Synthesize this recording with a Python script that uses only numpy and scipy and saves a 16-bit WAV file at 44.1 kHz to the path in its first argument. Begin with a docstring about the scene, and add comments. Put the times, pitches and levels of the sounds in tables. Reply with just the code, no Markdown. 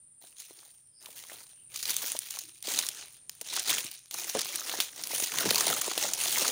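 """A dense, dry crackle swells and dies with each step of someone walking through fallen palm fronds.
Leaflets crack as random noise bursts, ribs snap with a short ring, and stalks knock as damped tones.
Behind them insects hiss steadily as narrow-band noise, a small bird gives one buzzy call of quick
downward sweeps, far birds sound as faint blurred notes, and a low hum lies under soft air noise.
The near litter carries a faint echo from the grove; one phone microphone picks up the whole."""
import sys
import numpy as np
from scipy import signal
from scipy.fft import rfft, irfft
from scipy.io import wavfile

SR = 44100
rng = np.random.default_rng(int(sys.argv[2]) if len(sys.argv) > 2 else 0)


def generate_wav(signal):
    """Clip the signal to [-1, 1] and save it as 16-bit WAV at the path in sys.argv[1]."""
    frames = np.transpose(np.atleast_2d(signal))
    scaled = np.clip(frames, -1, 1) * 32767
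    pcm = np.round(scaled).astype(np.int16)
    wavfile.write(sys.argv[1], SR, pcm)


N = 287308
TIME = np.arange(N) / SR
TOP_HZ = 15850  # upper edge of the microphone's range

# Colour of dry leaf cracking close by, as the phone microphone picks it up: frequency_hz, level_db
PICKED_UP_COLOUR = [(60, -32), (125, -10), (200, -10.5), (330, -4.5), (1400, -6.5), (4100, 0), (5100, -2.5),
                    (6500, 2), (7950, -4), (9400, 3), (12200, -6), (13800, -8.5), (14800, 8), (16000, -7)]


def undb(db):
    """Convert decibels to an amplitude ratio."""
    return 10 ** (np.asarray(db) / 20)


def unit(x):
    """Normalise to an rms amplitude of 1."""
    return x / np.sqrt(np.mean(x ** 2) + 1e-20)


def blow(x, db):
    """Equal-energy scaling: give a short sound the energy of 10 ms at the given rms level."""
    return x * undb(db) * np.sqrt(.01 * SR / np.sum(x ** 2))


def band(x, lo_hz, hi_hz, order=2):
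    """Causal Butterworth band-pass: keep the part of the spectrum between two frequencies."""
    edges_hz = [lo_hz, min(hi_hz, SR / 2 - 10)]
    return signal.sosfilt(signal.butter(order, edges_hz, "band", fs=SR, output="sos"), x)


def colour(x, points, size=2048):
    """Minimum-phase filter through (Hz, dB) points: folding the cepstrum makes it causal."""
    hz, db = np.transpose(points)
    bins_hz = np.maximum(np.fft.rfftfreq(size, 1 / SR), 1)
    gain_db = np.interp(np.log(bins_hz), np.log(hz), db)
    cepstrum = irfft(np.log(undb(gain_db)))
    cepstrum[1:size // 2] *= 2
    cepstrum[size // 2 + 1:] = 0
    impulse = irfft(np.exp(rfft(cepstrum)))
    return signal.fftconvolve(x, impulse)[:len(x)]


def fade(t, t60):
    """Exponential damping: amplitude falls by 60 dB in t60 seconds."""
    return np.exp(-np.log(1000) * t / max(t60, 1e-4))


def linger(energy, t60):
    """Energy decay: each burst dies away exponentially; scaled from energy of mean 1."""
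    keep = fade(1 / SR, t60) ** 2
    return signal.lfilter([1 - keep], [1, -keep], energy / energy.mean())


def walk(rate):
    """Random modulation: straight lines between normal values, rate per second, rms 1."""
    knots = rng.standard_normal(4096)
    return unit(np.interp(TIME * rate, np.arange(len(knots)), knots))


def add(track, s, sound):
    """Superposition: mix a sound into a track from time s in seconds."""
    start = int(np.clip(s * SR, 0, N - 1))
    track[start:start + len(sound)] += sound[:N - start]


def air(db=-70, waver_db=3.2):
    """Broadband noise with a falling spectrum: a low distant hum under soft air noise."""
    # Spectrum of distant hum and air: frequency_hz, level_db
    air_colour = [(25, 6.5), (80, -5.5), (128, 0), (190, -11), (400, -16), (900, -23), (4000, -25),
                  (13500, -32), (15200, -31)]
    noise = colour(rng.standard_normal(N), air_colour)
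    return unit(noise) * undb(db + waver_db * walk(2.08))


def insects(db=-57.0, throb_db=1.1, swell_db=-1.5):
    """Incoherent summation: many far insects blend into one narrow, restless band of noise."""
    # Spectrum of the insect chorus: frequency_hz, level_db
    chorus_colour = [(6800, -59), (7700, -17), (8000, -49), (8500, -11.5), (9000, -1), (9450, -5.5),
                     (10050, -13.5), (10500, -49), (12000, -57)]
    hiss = unit(colour(rng.standard_normal(N), chorus_colour))
    return hiss * undb(db + throb_db * walk(160) + swell_db * walk(4.2))


def far_birds(width=0.064):
    """Multipath blurring: many paths through the trees widen each distant note into narrow-band noise."""
    # Thin whistles and a low coo: centre_s, level_db, pitch_hz, half_length_ms
    far_notes = [(.86, -81, 5460, 65), (.93, -87, 3200, 61), (1.6, -68, 2880, 42), (1.69, -78, 2760, 34),
                 (2.475, -65, 327, 61)]
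    out = np.zeros(N)
    for centre_s, db, hz, half_ms in far_notes:
        tone = unit(band(rng.standard_normal(N), hz / (1 + width), hz * (1 + width)))
        swell = np.exp(-(1000 * (TIME - centre_s) / half_ms) ** 2)
        out += undb(db) * tone * swell
    return out


def bird(centre_s=1.0, half_length_s=0.053, db=-61, rate=120, hz=5050, sweep_hz=1200, jitter=0.136):
    """Frequency modulation: quick, uneven downward sweeps make a buzz that swells and fades."""
    phase = np.cumsum(rate * (1 + jitter * walk(102))) / SR % 1
    pitch_hz = hz + sweep_hz * (.5 - phase)
    sweeps = np.sin(2 * np.pi * np.cumsum(pitch_hz) / SR) * np.sin(np.pi * phase) ** 2
    swell = np.exp(-((TIME - centre_s) / half_length_s) ** 2)
    return unit(sweeps) * undb(db) * swell


def tread():
    """Load envelope: presses build, hold and settle, adding in power; returns level, bass, treble in dB."""
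    # Feet or legs pressing into the litter:
    # start_s, attack_s, hold_s, crackle_level_db, extra_bass_db, extra_treble_db
    presses = [(0.203, 0.02, 0.016, -61, 5, 1), (0.347, 0.062, 0.013, -53, -13, -3.5),
               (0.47, 0.011, 0.17, -62, 2, -4), (0.997, 0.037, 0.13, -57.5, 4, -1),
               (1.151, 0.021, 0.021, -50, -4.5, 0.5), (1.262, 0.035, 0.042, -49, 1, -5),
               (1.693, 0.028, .01, -55.5, 1, -1), (1.737, 0.013, .01, -41.5, -12.5, -2.5),
               (1.848, 0.045, 0.025, -36.5, -4.5, -3.5), (1.967, 0.063, 0.055, -38, -4.5, -2.5),
               (2.203, 0.032, 0.12, -46.5, -10, -3.5), (2.34, 0.014, 0.01, -46.5, -8, -7),
               (2.627, 0.079, 0.088, -35, -2.5, -6), (2.938, 0.038, 0.022, -47, -1, -14.5),
               (3.3, .02, 0.046, -59.5, -11, -7), (3.407, 0.074, .05, -46, -6.5, -11),
               (3.477, 0.074, 0.022, -35, -5, -18), (3.644, 0.057, 0.021, -30, -3, -9.5),
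               (4.101, 0.081, 0.11, -41.5, -2.5, -1.5), (4.337, 0.018, 0.043, -35.5, -1.5, -20),
               (4.431, 0.051, 0.12, -41.5, -1, -5), (4.638, .03, 0.11, -41, 1, -6),
               (4.903, 0.1, 0.11, -45.5, 2, -5), (5.069, 0.089, 0.07, -35.5, -4, -1.5),
               (5.284, 0.13, 0.31, -33, 4, -6.5), (5.816, 0.047, 0.011, -33, -1, -8.5),
               (5.947, .04, 0.086, -34.5, 2.5, -7.5), (6.15, 0.084, 0.12, -32, -4, -5),
               (6.323, .05, 0.24, -33.5, 1, -4.5)]
    load_power = 0.89  # crackle amplitude grows with this power of the weight put down
    # the heap falls quiet sooner than the loose blades on top
    settle_db_per_s, bass_settle_db_per_s = 98.5, 123
    t = np.linspace(0, N / SR, 4096)
    middle, bass, treble = np.full((3, len(t)), undb(-95.5) ** 2)  # faint floor
    for start, attack, hold, db, bass_db, treble_db in presses:
        weight = np.clip((t - start) / max(attack, 1e-3), 0, 1) ** load_power
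        resting_s = np.maximum(t - start - attack - hold, 0)
        power = (weight * undb(db - settle_db_per_s * resting_s)) ** 2
        bass_power = (weight * undb(db + bass_db - bass_settle_db_per_s * resting_s)) ** 2
        middle = middle + power
        treble = treble + power * undb(treble_db) ** 2
        bass = bass + bass_power
    powers = (middle, bass / middle, treble / middle)
    return [np.interp(TIME, t, 10 * np.log10(p)) for p in powers]


def taps(level_db, bass_db, db=-12.5, spread_db=4.0, low_hz=620, octaves=2.6, bass_share=0.72,
         cycles=12, count=300):
    """Damped resonance: hollow leaf stems tap together, each with a brief woody pitch of its own."""
    out, t = np.zeros(N), TIME[:2048]
    for when, size, pitch in rng.random((count, 3)):
        i = int(when * N)
        load_db = level_db[i] + bass_share * bass_db[i]
        size_db = spread_db * min(-np.log(1 - size), 3)
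        hz = low_hz * 2 ** (octaves * pitch)
        burst = rng.standard_normal(len(t)) * fade(t, cycles / hz)
        ring = band(burst, hz / 1.1, hz * 1.1, order=1)
        add(out, when * N / SR, blow(ring, db + load_db + size_db))
    return out


def ticks(level_db, db=-14, spread_db=2.0, t60=0.0082, follow=0.78, ring_hz=6500, lag_s=0.015, count=260):
    """Elastic release: single leaflets flick and split, springing back a moment after the load has gone."""
    out, t = np.zeros(N), TIME[:1024]
    for when, size, pitch in rng.random((count, 3)):
        s = when * N / SR
        # the larger of the load now and the load a moment ago
        load_db = np.interp([s, s - lag_s], TIME, level_db).max()
        size_db = spread_db * min(-np.log(1 - size), 3)
        hz = ring_hz * 2 ** (2 * pitch - 1)
        burst = colour(rng.standard_normal(len(t)) * fade(t, t60), PICKED_UP_COLOUR)
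        tick = band(burst, hz / 2, hz * 2, order=1)
        add(out, s, blow(tick, db + follow * load_db + size_db))
    return out


def crackle(level_db, bass_db, treble_db, rate=700, spread_db=4.5, largest=3.07, own_db=4.0,
            t60=0.0081, tail_t60=0.1, tail_db=-3, rub_db=-8, flutter_db=0.77,
            wander_db=2.0, wander_rate=24, bass_hz=900, body_hz=2600, count=30):
    """Random impulse noise: leaflets crack, each with its own size and colour, over blades rubbing."""
    cracks = np.flatnonzero(rng.random(N) < rate / SR)  # rate in cracks per second
    size_db = spread_db * np.minimum(rng.exponential(size=N), largest)[cracks]
    edges_hz = np.geomspace(100, 17000, count + 1)
    leaves = np.zeros(N)
    for lo, hi in zip(edges_hz, edges_hz[1:]):
        # every crack frees a short burst, stronger in some bands than in others
        energy = np.zeros(N)
        energy[cracks] = undb(size_db + own_db * rng.standard_normal(N)[cracks]) ** 2
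        # the blade rattles on after the burst
        rattle = undb(tail_db) ** 2 * linger(energy, tail_t60)
        power = linger(energy, t60) + rattle + undb(rub_db) ** 2
        grains = band(np.sqrt(power) * rng.standard_normal(N), lo, hi)
        # weight on the heap brings out the bass; thin tips brushing by bring out the treble
        bass = np.interp(np.log(hi), np.log([bass_hz, body_hz]), [1, 0])
        treble = np.interp(hi, [7500, 13000], [0, 1])
        # the resonances shift as one frond after another takes the load
        shift_db = wander_db * walk(wander_rate)
        leaves += grains * undb(bass * bass_db + treble * treble_db + shift_db)
    leaves = colour(leaves, PICKED_UP_COLOUR)
    middle = np.std(band(leaves, 1800, 7500, order=4))  # the middle band sets the reference level
    return leaves / middle * undb(level_db + flutter_db * walk(70))


def snaps(ring_t60=0.0067, ring_attack_t60=0.00028, ring_db=-9, fibre_db=3, fibre_rate=2200,
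          focus_db=-4, tail_db=-32, tail_t60=0.16, gain_db=-1.5):
    """Brittle fracture: a rib gives way with a brief ring, its fibres tear, and the frond shivers on."""
    # Frond ribs breaking: start_s, level_db (before gain_db), ring_hz, tear_t60_ms
    rib_breaks = [(0.401, -41.5, 6660, 23), (1.026, -52, 8000, 8), (1.0585, -42, 3700, 25),
                  (1.76, -34, 7300, 21), (1.828, -29.5, 6550, 62), (1.8549, -30.5, 4900, 20),
                  (1.904, -26.5, 8900, 40), (1.9662, -24.5, 9400, 6.4), (2.119, -29, 9000, 2.8),
                  (2.166, -36, 4070, 28), (2.1903, -27, 10000, 2.4), (2.3075, -34, 7400, 9.8),
                  (2.3886, -32.5, 7250, 20), (2.6262, -38, 9300, 6), (2.7887, -21, 6260, 18),
                  (2.8662, -32, 7350, 9.6), (2.8877, -28, 7040, 9.1), (3.2952, -35.5, 6600, 8.4),
                  (3.4122, -34, 8600, 26), (3.565, -30, 3930, 6.1), (3.5963, -30.5, 8800, 5.3),
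                  (3.703, -25.5, 4000, 19), (3.7825, -28, 2973, 19), (3.914, -39, 6900, 10),
                  (4.1106, -37, 4600, 18), (4.141, -32.5, 6400, 18), (4.2968, -30.5, 5800, 24),
                  (4.3916, -28.5, 3620, 17), (4.416, -29.5, 5460, 15), (4.5572, -28.5, 9400, 22),
                  (4.6956, -31.5, 2780, 16), (4.8024, -22, 2960, 25), (4.807, -25.5, 4400, 260),
                  (5.037, -31, 5600, 35), (5.072, -34, 10400, 5.7), (5.2015, -34, 6900, 13),
                  (5.2393, -26.5, 6200, 48), (5.3853, -25, 3470, 13), (5.5067, -20.5, 4180, 20),
                  (5.546, -26, 4530, 9.8), (5.5576, -21.5, 4630, 8.3), (5.581, -27.5, 4200, 10),
                  (5.608, -22, 6570, 32), (5.667, -25, 9700, 18), (5.8137, -25, 7600, 34),
                  (5.978, -26, 3770, 16), (6.135, -24.5, 7260, 20), (6.384, -26.5, 6740, 22)]
    out, t = np.zeros(N), TIME[:4096]
    for s, db, hz, tear_ms in rib_breaks:
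        noise, chance = rng.standard_normal((2, len(t)))
        fibres = undb(fibre_db * np.interp(t * fibre_rate, np.arange(len(t)), chance))
        decay = fade(t, tear_ms / 1000) + undb(tail_db) * fade(t, tail_t60)
        tear = colour(noise * fibres * decay, PICKED_UP_COLOUR)
        # thin ribs ring high and give little bass
        wide = unit(band(tear, hz / 4, TOP_HZ, order=1))
        focus = unit(band(tear, hz / 1.44, hz * 1.16, order=1))
        tear = wide + undb(focus_db) * focus
        ring = np.sin(2 * np.pi * hz * t) * fade(t, ring_t60) * (1 - fade(t, ring_attack_t60))
        add(out, s, blow(unit(tear) + undb(ring_db) * unit(ring), db + gain_db))
    return out


def knocks(cycles=6, scuff_db=-5, scuff_t60=0.046, low_cut=0.57, layers=4):
    """Heavy damping: soil stills a struck stalk within a few cycles, and a dull scuff follows."""
    # Soles and thick stalks striking the ground: start_s, level_db, pitch_hz
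    strikes = [(.24, -58.5, 630), (0.508, -53.5, 445), (.63, -61, 1210), (1.088, -55, 586),
               (1.318, -49.5, 610), (2.039, -48.5, 536), (2.15, -41.5, 617), (2.372, -48.5, 1020),
               (2.68, -39.5, 464), (3.415, -48.5, 540), (3.575, -37.5, 1320), (3.847, -49, 254),
               (4.146, -44, 860), (4.739, -37.5, 834), (4.787, -42, 370), (5.134, -40.5, 590),
               (5.224, -42, 400), (5.442, -39, 397), (5.511, -32, 443), (5.669, -33, 620),
               (5.707, -35.5, 613), (5.88, -35, 447), (5.977, -34.5, 640), (6.419, -37.5, 470),
               (6.491, -39.5, 549)]
    # Heavy footfalls sinking through the heap:
    # start_s, level_db, first_pitch_hz, pitch_drop_octaves (per layer)
    stamps = [(4.351, -28.5, 500, 0.093), (5.457, -29.5, 384, 0.43)]
    layer_gap_s, layer_loss_db = .009, 4  # each deeper layer is struck later and more softly
    sinking = [(s + k * layer_gap_s, db - k * layer_loss_db, hz / 2 ** (k * drop))
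               for s, db, hz, drop in stamps for k in range(layers)]
    out, t = np.zeros(N), TIME[:4096]
    for s, db, hz in strikes + sinking:
        thud = band(-np.sin(2 * np.pi * hz * t) * fade(t, cycles / hz), hz * low_cut, 3400)
        scuff = band(rng.standard_normal(len(t)) * fade(t, scuff_t60), hz / 2.55, hz * 1.5)
        add(out, s, blow(unit(thud) + undb(scuff_db) * unit(scuff), db))
    return out


def grove(x, db=-30, t60=0.21, build_t60=0.27):
    """Diffuse scattering: trunks and crowns return a faint, short echo that builds up and decays."""
    t = TIME[:SR // 2]
    scattered = band(rng.standard_normal(len(t)), 200, 8000, order=1)
    echo = scattered * fade(t, t60) * (1 - fade(t, build_t60))
    echo = echo / np.sqrt(np.sum(echo ** 2))
    return x + undb(db) * signal.fftconvolve(x, echo)[:N]


def scene():
    """Superposition of steps close by and life in the crowns, the same in both channels."""
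    level_db, bass_db, treble_db = tread()
    litter = crackle(level_db, bass_db, treble_db) + ticks(level_db) + taps(level_db, bass_db)
    near = grove(litter + snaps() + knocks())
    mono = near + insects() + bird() + far_birds() + air()
    return np.array([mono, mono])


def record(dry):
    """Saturation and band limiting: the phone rounds sharp cracks, thins deep bass and cuts the top."""
    rounded = dry / (1 + (dry / .42) ** 4) ** .25
    thinned = signal.sosfilt(signal.butter(2, 80, "high", fs=SR, output="sos"), rounded)
    top_cut = signal.ellip(10, .2, 80, TOP_HZ, fs=SR, output="sos")
    return signal.sosfilt(top_cut, thinned)


dry = scene()
out = record(dry)
generate_wav(out)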